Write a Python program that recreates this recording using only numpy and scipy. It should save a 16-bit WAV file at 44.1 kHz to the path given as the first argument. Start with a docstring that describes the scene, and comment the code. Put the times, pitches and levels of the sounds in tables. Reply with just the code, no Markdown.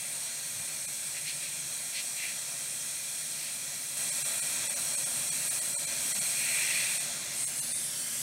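"""A hot air gun, close to one microphone, swept over a circuit board on a bench in a dry workshop. The nozzle
hisses over the blower's rumble, and the jet roars where it catches a metal shield's edge. The bench reflects
the sound, so the hiss turns hollow and sweeps as the gun lifts away at the end, with airy whistles from the
nozzle's lip. Hands bump the bench softly. The level steps up near 4 s, and now and then the hiss thins out for
an instant."""
import sys
import numpy as np
from scipy import signal
from scipy.fft import rfft, irfft, next_fast_len
from scipy.io import wavfile
from scipy.ndimage import uniform_filter1d, map_coordinates

SR = 44100
rng = np.random.default_rng(int(sys.argv[2]) if len(sys.argv) > 2 else 0)


def waveform_to_disk(signal):
    """Save audio, clipped to [-1, 1], as 16-bit WAV at the path in sys.argv[1]."""
    frames = np.transpose(np.atleast_2d(signal))
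    scaled = np.clip(frames, -1, 1) * 32767
    samples = np.round(scaled).astype(np.int16)
    wavfile.write(sys.argv[1], SR, samples)


N = 362492

# the gun's distance from the bench: (time [s], height [multiple of working height])
GUN_HEIGHT = [(0, 0.98), (3.9, 1.025), (7.0, 0.99), (7.8, 0.95), (8.0, 1.35), (8.22, 1.2)]


def jet(sway_db=0.42, sway_per_s=6):
    """Large eddies wash over the board, small ones hiss at the nozzle; an unsteady hand sways the level."""
    # the nozzle tilts: (time [s], half length [s], hiss change [dB], wash and spray change [dB])
    tilts = [(5.25, 0.25, 1, 0), (5.896, .08, -2, 0), (6.553, 0.58, 1.4, 1.5), (7.2, 0.16, -6, -1),
             (7.53, .03, -1.5, -0.5)]
    free, step = in_open_air(), level_step()
    top_db = sum(db * swell(s, half, half) for s, half, db, _ in tilts) + sway_db * wobble(sway_per_s)
    body_db = sum(db * swell(s, half, half) for s, half, _, db in tilts) + sway_db * wobble(sway_per_s)
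    wash = jet_band(lambda hz: above(hz, 1550) * below(hz, 5160), free, eddy_db=2.5)
    spray = jet_band(lambda hz: above(hz, 4800) * below(hz, 7430, order=16), free, eddy_db=3.5)
    hiss = jet_band(lambda hz: above(hz, 7400, order=16), free, eddy_db=4.3)
    wash *= amp(-45.5 + 3.5 * step - 3 * free + body_db)
    spray *= amp(-43.5 + 3.5 * step - 1.5 * free + body_db)
    hiss *= amp(-38 + 4 * step - 3.5 * free + top_db + 0.27 * wobble(25))
    return wash + spray + hiss


def jet_band(band, free, eddy_db):
    """One band of the jet: nearly steady on the board, swirling once it blows into open air."""
    # colour of the jet in open air: (frequency [Hz], relative level [dB])
    open_colour = [(1400, -17), (2000, -11.5), (2600, -12.5), (3200, -13.5), (5200, -15), (7000, -13.5),
                   (8000, -3), (9200, -1.5), (10200, -2.5), (11300, -9.5), (13500, -13), (15700, -17)]
    on_board = swirl(noise(lambda hz: through_gun(hz) * band(hz)), depth_db=1.16)
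    in_air = swirl(noise(lambda hz: amp(along(open_colour, hz)) * band(hz)), depth_db=eddy_db)
    return np.sqrt(1 - free) * on_board + np.sqrt(free) * in_air


def through_gun(hz):
    """The air stream's colour, shaped by each resonance of the gun."""
    # broad colour of the air stream: (frequency [Hz], relative level [dB])
    air_colour = [(25.0, -33), (55.0, -17), (110.0, -15.5), (300.0, -11.5), (450.0, -15), (1100.0, -8.0),
                  (2000.0, -4.5), (3000.0, -2), (5000.0, -3), (7300.0, 0.0), (10500.0, 0.5), (14300.0, -6),
                  (15500.0, -9.5)]
    # resonances and antiresonances of housing, barrel and nozzle: (centre [Hz], width [Hz], gain [dB])
    resonances = [(146, 62, 16.0), (238, 36, 5.5), (333, 48, 3.9), (574, 106, 11.6), (704, 107, 5.6),
                  (921, 99, 4.7), (1392, 37, 3.9), (1500, 60, -3), (1596, 88, 6.6), (1955, 165, 4.9),
                  (2259, 109, 3.2), (2410, 213, 8.3), (2694, 113, 3.0), (2990, 170, -4), (3251, 206, 5.6),
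                  (3466, 53, 3.7), (4020, 236, 5.7), (4362, 206, 7.2), (4830, 330, -2), (5012, 70, 4.8),
                  (5544, 236, 6.2), (5863, 158, 5.3), (6535, 350, 6.0), (6968, 152, 5.1), (7322, 43, 3.7),
                  (7642, 97, 4.2), (8163, 769, 9.5), (8925, 832, 11.2), (9954, 306, 3.7), (11360, 449, 2.4)]
    peaks_db = sum(db / (1 + (2 * (hz - centre) / width) ** 2) for centre, width, db in resonances)
    return amp(along(air_colour, hz) + peaks_db)


def swirl(x, depth_db):
    """Wandering eddies brighten and dull patches of the hiss, which glide down as the gun rises."""
    _, t, spectrum = signal.stft(x, SR, nperseg=1024)
    eddies = uniform_filter1d(rng.standard_normal(spectrum.shape), size=5, axis=0)
    eddies = uniform_filter1d(eddies, size=15, axis=1)
    glide = np.interp(t, *np.transpose(GUN_HEIGHT)) ** 0.21
    row, frame = np.indices(spectrum.shape)
    eddies = map_coordinates(eddies, [row * glide, frame], order=1, mode="mirror")
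    swirled = signal.istft(spectrum * amp(depth_db * eddies / np.std(eddies)), nperseg=1024)[1][:N]
    return swirled / np.std(swirled)


def in_open_air(start_s=7.03, slide_s=0.65):
    """Share of the jet that has slid off the board, 0-1."""
    return np.clip((np.arange(N) / SR - start_s) / slide_s, 0, 1)


def level_step(at_s=3.968):
    """0 before the sound gets louder, 1 after."""
    return np.clip((np.arange(N) / SR - at_s) / .002, 0, 1)


def thinning(x, keep_hz=8500, width_hz=2700):
    """For an instant the broad rush drops away; the nozzle's peak and a few strong partials remain."""
    # instants when the hiss thins out: (time [s], length [s])
    dips = [(.868, .014), (4.11, .017), (4.238, .017), (4.41, .018), (4.688, .019), (4.751, .016),
            (4.965, .017), (5.05, .015), (5.306, .016), (5.498, .016), (5.605, .016), (5.765, .037),
            (5.862, .017), (6.137, .016), (6.202, .016), (6.991, .015), (7.46, .02), (7.61, .017),
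            (7.737, .017)]
    t = np.arange(N) / SR
    gap = np.clip(sum(below(abs(t - s), length / 2, order=3) for s, length in dips), 0, 1)
    hz, _, spectrum = signal.stft(x, SR, nperseg=1024)
    power = abs(spectrum) ** 2
    strong = power > 3.3 * uniform_filter1d(power, size=40, axis=0)
    partials = np.maximum(1.4 * strong, amp(-16))
    nozzle_peak = below(abs(hz - keep_hz), width_hz / 2, order=4)[:, None]
    thin = signal.istft(spectrum * np.maximum(partials, nozzle_peak), SR, nperseg=1024)[1][:N]
    return x * (1 - gap) + thin * gap


def edge_roar(colour_share=0.28):
    """The jet splits on the shield's edge: it flutters in the barrel, and rasps when it passes close."""
    # the jet meets an edge, longest while the shield is prised up:
    # (time [s], rise [s], fall [s], flutter level [dB], rasp level [dB])
    crossings = [(1.175, 0.034, 0.027, -43.5, -48), (1.295, 0.042, 0.03, -44, -40.5),
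                 (1.455, 0.043, 0.032, -47.5, -48), (1.985, .05, .035, -46.5, -37.5),
                 (2.23, 0.059, 0.095, -40.5, -46), (3.46, .14, .07, -54, -46.5),
                 (4.4, 0.37, 0.46, -50, -60), (6.48, 0.13, 0.18, -38.5, -60), (6.75, 0.18, 0.23, -36, -42)]
    # colours of the flutter and the rasp: (frequency [Hz], relative level [dB])
    flutter_colour = [(700, -42), (1400, -20), (1750, -11), (1970, -4), (2120, -6), (2380, 0), (2720, -3.5),
                      (3050, -13), (4200, -17), (6000, -30), (9000, -42)]
    rasp_colour = [(1200, -35), (2000, -4), (2450, -0.5), (3000, 2), (3700, -2), (4300, 3), (5100, -1),
                   (6500, -10), (10000, -35)]
    flutter_gain = sum(amp(db) * swell(s, rise, fall) for s, rise, fall, db, _ in crossings)
    rasp_gain = sum(amp(db) * swell(s, rise, fall) for s, rise, fall, _, db in crossings)
    voiced = lambda colour: noise(lambda hz: amp(along(colour, hz)) * through_gun(hz) ** colour_share)
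    flutter = voiced(flutter_colour) * flutter_gain * amp(.4 * wobble(35))
    return flutter + voiced(rasp_colour) * rasp_gain


def lip_whistle(half_width_hz=230, skirt_hz=1200):
    """Vortices leave the lip almost regularly: gliding puffs of narrow hiss in a swirling skirt."""
    # puffs as the gun swings away: (time [s], half length [s], pitch [Hz], level [dB])
    puffs = [(7.427, .06, 8620, -36.5), (7.602, 0.044, 8600, -37), (7.752, 0.073, 8800, -36),
             (7.86, .04, 9550, -39), (7.997, 0.052, 8850, -42), (8.149, .08, 9050, -42)]
    pitch_hz = curves(puffs)[1]
    strength = sum(amp(db) * swell(s, half, half) for s, half, _, db in puffs)
    carrier = np.sqrt(2) * np.sin(2 * np.pi * np.cumsum(pitch_hz) / SR)
    core = carrier * noise(lambda hz: below(hz, half_width_hz, order=2))
    skirt = swirl(carrier * noise(lambda hz: below(hz, skirt_hz, order=4)), depth_db=5)
    return (amp(-3) * core + amp(-1) * skirt) * strength


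def blower():
    """Fan noise booms in housing and barrel; the rotor's hum stands out in the louder part."""
    step = level_step()
    rumble = noise(lambda hz: through_gun(hz) * below(hz, 480))
    rumble *= amp(-60 + 4 * step + 0.69 * wobble(4.5))
    barrel = noise(lambda hz: through_gun(hz) * above(hz, 392) * below(hz, 1500))
    barrel *= amp(-55 + 5.46 * step - 5.5 * in_open_air() ** 2 + 0.93 * wobble(7))
    rotor_hz = 236.9 + .3 * wobble(3)
    hum = np.sin(2 * np.pi * np.cumsum(rotor_hz) / SR) * amp(-66.5 + 6.5 * step)
    return rumble + barrel + hum


def bumps(half_s=0.07):
    """The hands nudge board and bench: dull, brief swells."""
    # soft handling bumps: (time [s], pitch [Hz], level [dB])
    nudges = [(.57, 115, -58.5), (5.96, 72, -66), (6.09, 283, -60), (6.18, 198, -55.5)]
    thud = lambda pitch: noise(lambda hz: above(hz, pitch * 0.97) * below(hz, pitch))
    return sum(amp(db) * swell(s, half_s, half_s, squareness=2) * thud(pitch) for s, pitch, db in nudges)


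def bench(x):
    """Reflections comb the sound; they reach the microphone later as the gun rises."""
    # reflections off board and bench: (delay at working height [s], gain [linear])
    reflections = [(.0005, .16), (.001174, .07), (.0015, .075), (.0029, .06), (.00585, .06)]
    height, = curves(GUN_HEIGHT)
    return x + sum(gain * map_coordinates(x, [np.arange(N) - delay * height * SR])
                   for delay, gain in reflections)


def room(x, wet_db=-13, t60=.1):
    """The workshop's short, dry answer, thin in the bass."""
    t = np.arange(SR // 4) / SR
    tail = rng.standard_normal(len(t)) * amp(-60 * t / t60) * (t > .004)
    wet = signal.fftconvolve(x, tail / np.linalg.norm(tail))[:N]
    return x + amp(wet_db) * filtered(wet, lambda hz: above(hz, 890, order=2))


def amp(db):
    """Decibels to gain."""
    return 10 ** (np.asarray(db) / 20)


def along(points, hz):
    """(frequency [Hz], value) points read on a log axis."""
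    f, v = np.transpose(points)
    return np.interp(np.log(hz + 1), np.log(f + 1), v)


def curves(rows):
    """One value per sample for each column after the time."""
    s, *cols = np.transpose(rows)
    return [np.interp(np.arange(N) / SR, s, c) for c in cols]


def swell(at, rise, fall, squareness=2.3):
    """A bell-shaped gain that peaks at 1, with its own rise and fall times [s]."""
    t = np.arange(N) / SR - at
    return np.exp(-abs(t / np.where(t < 0, rise, fall)) ** squareness)


def wobble(rate):
    """A smooth random curve, rate knots a second."""
    return map_coordinates(rng.standard_normal(int(N * rate / SR) + 4), [np.arange(N) * rate / SR])


def filtered(x, response):
    """x shaped by a frequency response."""
    m = next_fast_len(N + 8192)
    return irfft(rfft(x, m) * response(np.fft.rfftfreq(m, 1 / SR)), m)[..., :N]


def noise(response):
    """Turbulence of rms 1 with the given colour."""
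    x = filtered(rng.standard_normal(N), response)
    return x / np.std(x)


def above(hz, edge_hz, order=8):
    """Gain of a high-pass."""
    return np.sqrt(1 - below(hz, edge_hz, order=order) ** 2)


def below(hz, edge_hz, order=8):
    """Gain of a low-pass."""
    return 1 / np.sqrt(1 + (hz / edge_hz) ** (2 * order))


def scene():
    """The gun over the bench at one close microphone, the same in both channels."""
    gun = bench(blower() + jet() + edge_roar()) + lip_whistle()
    sound = thinning(room(gun + bumps())) * amp(-0.15)
    return np.array([sound, sound])


def record(dry, top_hz=15780):
    """The microphone chain passes nothing above its band limit."""
    return filtered(dry, lambda hz: hz < top_hz)


dry = scene()
out = record(dry)
waveform_to_disk(out)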